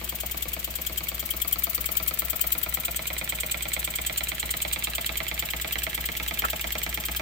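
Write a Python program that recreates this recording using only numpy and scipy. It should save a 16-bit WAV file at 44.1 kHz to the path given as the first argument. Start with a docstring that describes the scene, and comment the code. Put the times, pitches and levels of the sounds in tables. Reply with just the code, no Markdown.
"""A small twin-cylinder air engine turns nine times a second on a wooden base while a phone moves slowly around it.
Throughout, air leaks, loose pins rattle and a compressor motor hums further off.
Each turn starts with a knock that rings frame, base and table; then the second cylinder puffs a jet of noise
with pipe notes, the linkage ticks, and the first cylinder puffs with a short whistle.
Near 6.4 s something scrapes once, as a burst of resonant noise."""
import sys
import numpy as np
from scipy import signal
from scipy.fft import rfft, irfft, next_fast_len
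from scipy.io import wavfile
from scipy.ndimage import uniform_filter1d

SR = 44100
rng = np.random.default_rng(int(sys.argv[2]) if len(sys.argv) > 2 else 0)


def undo_db(level):
    """Turn decibels back into plain size, where 20 dB means ten times bigger."""
    steps = np.asarray(level, float) / 20
    return 10 ** steps


def output_pcm(signal):
    """Save a mono or channel-first signal as 16-bit PCM at the path in sys.argv[1].

    Samples are clipped to [-1, 1] before scaling.
    """
    pcm = np.clip(np.atleast_2d(signal).T, -1, 1) * 32767
    wavfile.write(sys.argv[1], SR, np.round(pcm).astype(np.int16))


N = 317961
T = np.arange(N) / SR

# The phone's path. Each row: time in seconds, bearing from the engine's front in degrees,
# bass swell near the table in dB, delay of shared noise at the right port in ms.
PHONE = [(0, -50, 0, .2), (1.2, -33, -1.3, .15), (2.2, -19, -1.2, .5), (3.2, -5, -1, .48),
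         (5, 20, -.5, .45), (6, 34, .5, .34), (7.2, 51, 2, .2)]
BEARING = np.interp(T, *np.transpose(PHONE)[:2])
# The lobe in which each part sends out its sound. Each entry: level outside the lobe in dB,
# change inside in dB, aim in degrees, half width in degrees, edge steepness (exponent).
LOBES = {"jet": (-26.3, 4.6, -21.5, 11.3, 12), "jet core": (-42, 15, -21.5, 11.3, 12),
         "upper note": (-33.5, 7, 5, 19, 3), "lower note": (-37, 5, 18, 34, 4), "ping": (-40, 8, -30, 9, 3),
         "mid hiss": (-44, -5, 7, 17, 3), "second hiss": (-2.5, -2.5, 25, 55, 4),
         "second notes": (-3.5, -6, -6, 36, 4), "knock": (-34, 11, 25, 42, 4),
         "tick": (-31, 6.5, 28, 46, 4), "base upper": (-41.5, 6, -19, 14, 3),
         "base lower": (-36, 3.4, 22, 44, 6)}
# Resonances of the exhaust jet. Each row: centre in Hz, width in Hz, relative level in dB.
JET = [(13400, 2100, -22), (12780, 1540, -8.5), (13770, 300, 5.5), (14740, 640, 5), (11500, 8700, -11)]
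# When the first and the second cylinder open their valves [ms after the knock].
VALVE_OPENS_MS = (72.5, 21.8)
JET_ALIKE = .55  # correlation of the jet noise between the ports, 0-1


def level(x, db):
    """Scale to an rms level."""
    return x * undo_db(db) / np.sqrt(np.mean(x ** 2))


def columns(rows):
    """Curves at every sample."""
    s, *cols = np.transpose(rows)
    return [np.interp(T, s, c) for c in cols]


def sides(db, pan_db):
    """Left and right gains that share a level; pan_db is left minus right."""
    share = 1 / (1 + undo_db(-2 * pan_db))
    return undo_db(db) * np.sqrt(2 * np.array([share, 1 - share])).reshape(2, -1)


def lobe(part):
    """How far the phone stands inside a part's flat-topped lobe, 0-1."""
    aim, width, steep = LOBES[part][2:]
    return np.exp(-np.abs((BEARING - aim) / width) ** steep)


def heard_db(part):
    """Level of a part at the phone's bearing."""
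    return LOBES[part][0] + LOBES[part][1] * lobe(part)


def heard(part):
    """Left and right gains of a part at the phone's bearing."""
    # Left minus right. Each entry: dB from the side, dB added before the open frame,
    # dB added in the jet's beam.
    pans = {"jet": (7.5, -3.5, 6), "jet core": (8, -3.5, 5), "upper note": (5.5, -6.5, -2),
            "lower note": (11, -17, 9), "knock": (2, -12.5, -1), "tick": (-4, -6, -3),
            "base upper": (10, -12, .1), "base lower": (11, -7, -1), "ping": (11, -17, 9),
            "mid hiss": (5.5, -6.5, -2)}
    side_db, front_db, beam_db = pans[part]
    return sides(heard_db(part), side_db + front_db * lobe("knock") + beam_db * lobe("jet"))


def ring(x, hz, t60):
    """One decaying mode, peak near 1 after a unit blow; t60 in seconds."""
    r, w = np.exp(-np.log(1000) / (t60 * SR)), 2 * np.pi * hz / SR
    return signal.lfilter([0, np.sin(w)], [1, -2 * r * np.cos(w), r * r], x)


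def air(alike):
    """Noise at both ports: partly the same sound arriving later on the right."""
    a, b = rng.standard_normal((2, N))
    alike = np.clip(alike, 0, 1)
    delay = np.round(columns(PHONE)[2] * SR / 1000).astype(int)
    late = np.clip(np.arange(N) - delay, 0, N - 1)
    return np.array([a, alike * a[late] + np.sqrt(1 - alike ** 2) * b])


def shaped(x, gain):
    """Filter by a gain that is a function of frequency; rms 1."""
    size = next_fast_len(N)
    hz = np.arange(size // 2 + 1) * SR / size + 1  # 1 Hz up, to stay clear of zero
    y = irfft(rfft(x, size) * gain(hz), size)[..., :N]
    return y / np.sqrt(np.mean(y ** 2, axis=-1, keepdims=True))


def resonant(x, peaks):
    """Noise through summed resonances, each half as strong at the edges of its width."""
    return shaped(x, lambda f: sum(undo_db(db) / (1 + (2 * (f - hz) / w) ** 2) for hz, w, db in peaks))


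def flicker(rate, depth):
    """A gain that wanders at random in dB: rate in new values a second, depth scales the wander."""
    k = int(SR / rate)
    steps = np.repeat(rng.standard_normal(N // k + 1), k)
    return undo_db(depth * 2.2 * uniform_filter1d(steps, k)[:N])


def train(times, sizes):
    """Unit blows on the sample grid, scaled by their sizes."""
    i = np.round(times * SR).astype(int)
    keep = (i >= 0) & (i < N)
    return np.bincount(i[keep], sizes[keep], N)


def knock_times():
    """When each turn of the crank begins: an even beat that the crank leads or lags a little."""
    turn_hz, first_knock_s = 9.052, .0129
    # Drift of the crank. Each row: time in seconds, lag behind the even beat in ms.
    crank = [(0.24, 1.2), (0.68, 1.4), (1.12, 0.3), (2.44, -0.9), (3.2, -2.6), (3.9, -2.6), (5.98, 0.4),
             (6.87, 3.0)]
    even = first_knock_s + np.arange(-2, int(N / SR * turn_hz) + 2) / turn_hz
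    return even + np.interp(even, *np.transpose(crank)) / 1000


def puff(ms):
    """Gain of one puff since the valve opened: swells to its peak, drops fast, then leaks away."""
    start_db, peak_ms = -26, 8.2
    drop_ms = 5.8  # the burst is 3 dB down this long after the peak
    tail_db, tail_db_per_ms = -11, -0.4492
    early, late = np.maximum(1 - ms / peak_ms, 0), np.maximum(ms - peak_ms, 0)
    burst = .5 ** ((late / drop_ms) ** 2 / 2)
    tail = undo_db(tail_db + tail_db_per_ms * late)
    return undo_db(start_db * early ** 2) * np.hypot(burst, tail)


def exhaust(turns):
    """Two puffs a turn: ragged jet noise, with two pipe notes blown by the same air."""
    # Noise bands of the exhaust: two pipe notes, a core heard mainly down the stream, and a hiss
    # alike from both cylinders. Each row: centre in Hz, width in Hz, relative level in dB.
    upper_note = [(7320, 630, 12.5), (8066, 1260, 17.5), (7350, 9900, -53)]
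    lower_note = [(3150, 510, 4.5), (3740, 3100, -3)]
    jet_core = [(12160, 450, -5), (15200, 990, 0.5)]
    mid_hiss = [(6400, 3700, .1)]
    puffs = []
    for opens in VALVE_OPENS_MS:
        late, loud = rng.standard_normal((len(turns), 2)).T
        start = turns + (opens + .5 * late) / 1000  # 0.5 ms scatter
        k = np.searchsorted(start, T) - 1
        puffs.append(puff((T - start[k]) * 1000) * undo_db(1.2 * loud[k]))  # 1.2 dB scatter
    # the second cylinder has its own levels for hiss and notes
    hiss = np.hypot(puffs[0], undo_db(heard_db("second hiss")) * puffs[1])
    notes = np.hypot(puffs[0], undo_db(heard_db("second notes")) * puffs[1])
    jet = resonant(air(JET_ALIKE), JET) * flicker(700, 1.1) * hiss * heard("jet")
    core = resonant(air(JET_ALIKE), jet_core) * flicker(500, 0.49) * hiss * heard("jet core")
    upper = resonant(air(JET_ALIKE), upper_note) * flicker(300, 0.33) * notes * heard("upper note")
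    lower = resonant(air(JET_ALIKE), lower_note) * flicker(210, 0.49) * notes * heard("lower note")
    mid = resonant(air(JET_ALIKE), mid_hiss) * np.hypot(*puffs) * heard("mid hiss")
    return jet + core + upper + lower + mid


def ping(turns):
    """The first port whistles briefly, wavering and sagging as the pressure falls."""
    base_hz, scatter_hz, sag_hz_per_ms = 3294, 88.9, 8.2
    wobble_hz = 50  # pitch shift per neper of random wander
    pitch, loud = rng.standard_normal((len(turns), 2)).T
    start = turns + VALVE_OPENS_MS[0] / 1000
    k = np.searchsorted(start, T) - 1
    ms = (T - start[k]) * 1000
    hz = base_hz + scatter_hz * pitch[k] - sag_hz_per_ms * ms
    hz = hz + wobble_hz * np.log(flicker(600, 8.7))  # turbulence shakes the pitch
    whistle = np.sin(2 * np.pi * np.cumsum(hz) / SR)
    # the squared puff keeps the whistle to the height of the burst
    return whistle * puff(ms) ** 2 * undo_db(1.5 * loud[k]) * flicker(350, 1.8) * heard("ping")


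def struck(times, db, modes, scatter_db, count=3):
    """Blows ring every mode a little differently; one mode in count reaches the ports in opposite phase."""
    # Bearings at which the modes' levels are given [deg].
    bearings = (-45, -25, -5, 20, 45)
    out, bearing = np.zeros((2, N)), np.interp(times, *np.transpose(PHONE)[:2])
    for k, (hz, t60, pan_db, *pattern_db) in enumerate(modes):
        mode_db = np.interp(bearing, bearings, pattern_db)
        scatter = scatter_db * rng.standard_normal(len(times))
        x = ring(train(times, undo_db(db + mode_db + scatter)), hz, t60)
        left_sign = -1 if k % count == count - 1 else 1
        # neighbouring modes start in opposite directions, which softens the front
        out += (-1) ** k * x * sides(0, pan_db) * np.array([[left_sign], [1]])
    return out


def linkage(turns):
    """Knock and tick ring the metal frame and the wooden base; loose pins rattle throughout."""
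    # Modes of the frame and of the base. Each row: pitch in Hz, t60 in seconds,
    # left minus right in dB, then the level in dB at each of five bearings.
    frame = [(1642, 0.022, -14, -12, -11, -25, -8.5, -5), (2104, 0.021, -8, -11, -9.5, -5.5, -4, -1.5),
             (2131, 0.019, -9, 4, 4, -2, -0.5, 5), (2292, 0.012, 13, -37, 4.5, 3, 2, 3.5),
             (2273, 0.023, -32, 2.5, 7, 0, 0, 1.5), (2220, 0.0073, -7.5, 9.5, 13, 9.5, 8, 11),
             (2518, 0.02, 1.5, -5, -5, -4.5, -21, -7), (2653, 0.04, 6, -24, -21, -29, -9.5, -10),
             (3600, 0.0047, -0.5, -16, -18, 0, 1.5, -1.5), (2980, 0.0027, 9, 2, -1, 1, -6, -15),
             (4000, 0.013, 19, -8, -4, 1, 4, -9), (4490, 0.0092, 21, -4, 5.5, -9, -1.5, -11),
             (5330, 0.00079, 14, -12, 4, 1, -2, 12)]
    base_upper = [(980, 0.038, -15, 6.5, 1, 1.5, -2, -2), (1161, 0.029, -19.5, 2, 1.5, -29, -22.5, 1),
                  (1186, 0.033, 1.5, 2, -3, -7, -27, -3), (1228, 0.027, -9.8, 0.5, 4, -2, 9, 7),
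                  (1343, 0.027, -3, -11, 5, 7, 7, 6), (1544, 0.031, -6, -10, -3, -11, 6, 5)]
    base_lower = [(455, .07, .1, -12, -12, -14, -14, -8), (530, .06, .1, -5, -7, -7, -13, -13),
                  (580, .045, .1, -5, -6, -3, -7, -9), (615, .035, .1, -9, -9, -5, -8, -11),
                  (654, .04, .1, -9, -7, -6, -7, -4), (700, .035, .1, -8, -5, -5, -8, -7),
                  (770, .06, .1, -8, -10, -9, -14, -20), (845, .05, .1, -8, -14, -10, -5, -3)]
    # Blows from play in the linkage each turn. Each row: ms after the knock,
    # level on the frame in dB, level on the base in dB, timing scatter in ms.
    knock = [(-1.4, -2, -2, .03), (-.5, 0, -30, .03), (3.5, -20, -6, .7), (10.5, -11, -9, .5),
             (42.5, -13, -12, .6)]
    tick = [(51.5, -9, -14, .4), (62.2, -2, -8, .1), (63.1, -3, -30, .1), (67, -15, -16, .8),
            (71, -15, -18, 1.2)]
    blow_scatter_db, spit_db, rattle_db = 1.1, -12, -27
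    tick_thud_db = -3.5  # the lighter tick hardly moves the lower modes of the base
    one_sided_hz = 487  # below this the blows are alike at both ports
    times, frame_db, base_db = [], [], []
    for rows in (knock, tick):
        ms, on_frame, on_base, scatter = np.transpose(rows)
        late_ms = ms + scatter * rng.standard_normal((len(turns), len(ms)))
        times.append((turns[:, None] + late_ms / 1000).ravel())
        frame_db.append(np.tile(on_frame, len(turns)))
        base_db.append(np.tile(on_base, len(turns)))
    out = struck(times[0], frame_db[0], frame, blow_scatter_db) * heard("knock")
    out += struck(times[1], frame_db[1], frame, blow_scatter_db) * heard("tick")
    both = np.concatenate(times)
    upper_db = np.concatenate(base_db)
    lower_db = np.concatenate([base_db[0], base_db[1] + tick_thud_db])
    out += struck(both, upper_db, base_upper, blow_scatter_db) * heard("base upper")
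    out += struck(both, lower_db, base_lower, blow_scatter_db) * heard("base lower")
    # the tick also spits a short crack of treble, with a decay constant of 2.2 ms
    spit = train(times[1], undo_db(frame_db[1] + spit_db))
    spit = signal.lfilter([1], [1, -np.exp(-1 / (0.0022 * SR))], spit)
    out += spit * resonant(air(JET_ALIKE), JET + [(9700, 7400, 42)]) * heard("jet")
    # 900 random pin blows a second, most of them small
    when, size = rng.random((int(900 * N / SR), 2)).T
    rattle = struck(when * N / SR, -3.5 * np.log(size + .02), frame, 2.5)
    out += level(rattle, rattle_db) * heard("tick")
    side = (out[0] - out[1]) / 2
    high = signal.butter(2, one_sided_hz, "high", fs=SR, output="sos")
    long_waves = side - signal.sosfilt(high, side)
    return out - long_waves * np.array([[1], [-1]])


def rumble(turns):
    """The base buzzes on the cloth after each knock: rough noise that dies away until the next."""
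    # Buzz resonances. Each row: centre in Hz, width in Hz, relative level in dB.
    buzz = [(648, 74, 9), (900, 340, -8.5), (1320, 910, -10), (1930, 270, -8.5)]
    start_db, t60_ms = -5.5, 225  # level before the gain of the base's lower modes
    ms = (T - turns[np.searchsorted(turns, T) - 1]) * 1000
    fade = undo_db(start_db - 60 * ms / t60_ms)
    return resonant(air(0.23), buzz) * fade * flicker(200, 1.35) * heard("base lower")


def scrape():
    """A brief rough scrape nearby: resonant noise with attack, hold and release."""
    start_s, attack_ms, hold_ms, t60_ms, hold_db = 6.438, 2, 13.5, 38, -23.5
    # centre Hz, width Hz, relative dB
    peaks = [(400, 66, -7), (700, 300, -6), (1290, 300, 4), (1720, 300, -1), (2400, 900, -10)]
    body = resonant(air(0.31), peaks)
    ms = (T - start_s) * 1000
    fade_db = -60 * np.maximum(ms - attack_ms - hold_ms, 0) / t60_ms
    return body * np.clip(ms / attack_ms, 0, 1) * undo_db(hold_db + fade_db)


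def table(turns):
    """Regular pushes ring the slow modes of the table, so multiples of the turn stand out as lines."""
    # Table modes. Each row: pitch in Hz, signed share, t60 in seconds.
    modes = [(55.3, 0.93, 0.61), (62.3, -1.0, 0.5), (71.5, -0.25, 0.6), (99.8, -0.22, 0.55),
             (118.7, 0.31, 0.61), (154.7, 0.58, 0.61), (172.4, -0.88, 0.34), (221.0, -0.39, 0.58),
             (237.5, 0.82, 0.61), (314.4, 0.85, 0.24), (333.3, 0.41, 0.29), (358.3, -0.28, 0.61),
             (374.4, -0.19, 0.61)]
    # The blows push the whole engine on the table. Each row: ms after the knock, signed push.
    pushes = [(-2.0, 1), (25.5, 0.5), (61.2, -0.35)]
    ms, push = np.transpose(pushes)
    times = (turns[:, None] + ms / 1000).ravel()
    scatter = undo_db(.5 * rng.standard_normal(len(times)))
    x = train(times, np.tile(push, len(turns)) * scatter)
    return level(sum(share * ring(x, hz, t60) for hz, share, t60 in modes), -46)


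def hum():
    """A compressor motor just under mains speed: steady sine partials."""
    # Each row: pitch in Hz, rms level in dB before the bass swell and pan, phase in radians.
    partials = [(58.817, -41.56, .35), (117.63, -61.56, 0.1)]
    return sum(undo_db(db) * np.sqrt(2) * np.cos(2 * np.pi * hz * T + start) for hz, db, start in partials)


def floor():
    """Leaking air and the quiet room: shaped noise, most alike at both ports in the bass."""
    # Spectrum of the floor. Each row: frequency in Hz, relative density in dB per Hz.
    spectrum = [(30, -14), (60, -11), (110, -14), (220, -16), (420, -16.5), (700, -23.5), (1100, -25.5),
                (2200, -14), (3400, -16), (5500, -24.5), (7900, -23.5), (10500, -32), (14500, -16),
                (16500, -34)]
    hz, db = np.transpose(spectrum)
    mid, side = rng.standard_normal((2, N))
    side = shaped(side, lambda f: 1 / (1 + (600 / f) ** 2) + 0.22)  # less width in the bass
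    both = mid + side * np.array([[1], [-1]])
    return shaped(both, lambda f: undo_db(np.interp(np.log(f), np.log(hz), db))) * undo_db(-41)


def room(x):
    """Cloth and walls return a short dull tail, different at each port."""
    t = np.arange(int(.3 * SR)) / SR
    tail = rng.standard_normal((2, len(t))) * undo_db(-60 * t / 0.067) * (t > .003)  # t60 67 ms, 3 ms gap
    tail = tail / np.sqrt(np.sum(tail ** 2, axis=1, keepdims=True))
    tail = signal.lfilter([1], [1, -.4], tail)  # dulls the treble
    return signal.fftconvolve(x.mean(0)[None], tail, axes=1)[:, :N] * undo_db(-10.0)


def scene():
    """Engine, table and room at the two ports."""
    turns = knock_times()
    engine = exhaust(turns) + ping(turns) + linkage(turns) + rumble(turns) + scrape()
    bass = (table(turns) + hum()) * sides(columns(PHONE)[1], 2.2)
    return engine + room(engine) + bass + floor()


def top_cut(x):
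    """Nothing passes above 16.98 kHz."""
    return signal.sosfilt(signal.butter(12, 16980, fs=SR, output="sos"), x)


def record(dry):
    """The phone cuts the top steeply above 15.85 kHz."""
    steep = signal.ellip(10, .2, 60, 15850, fs=SR, output="sos")
    mix = signal.sosfilt(steep, dry)
    return top_cut(mix)


dry = scene()
out = record(dry)
output_pcm(out)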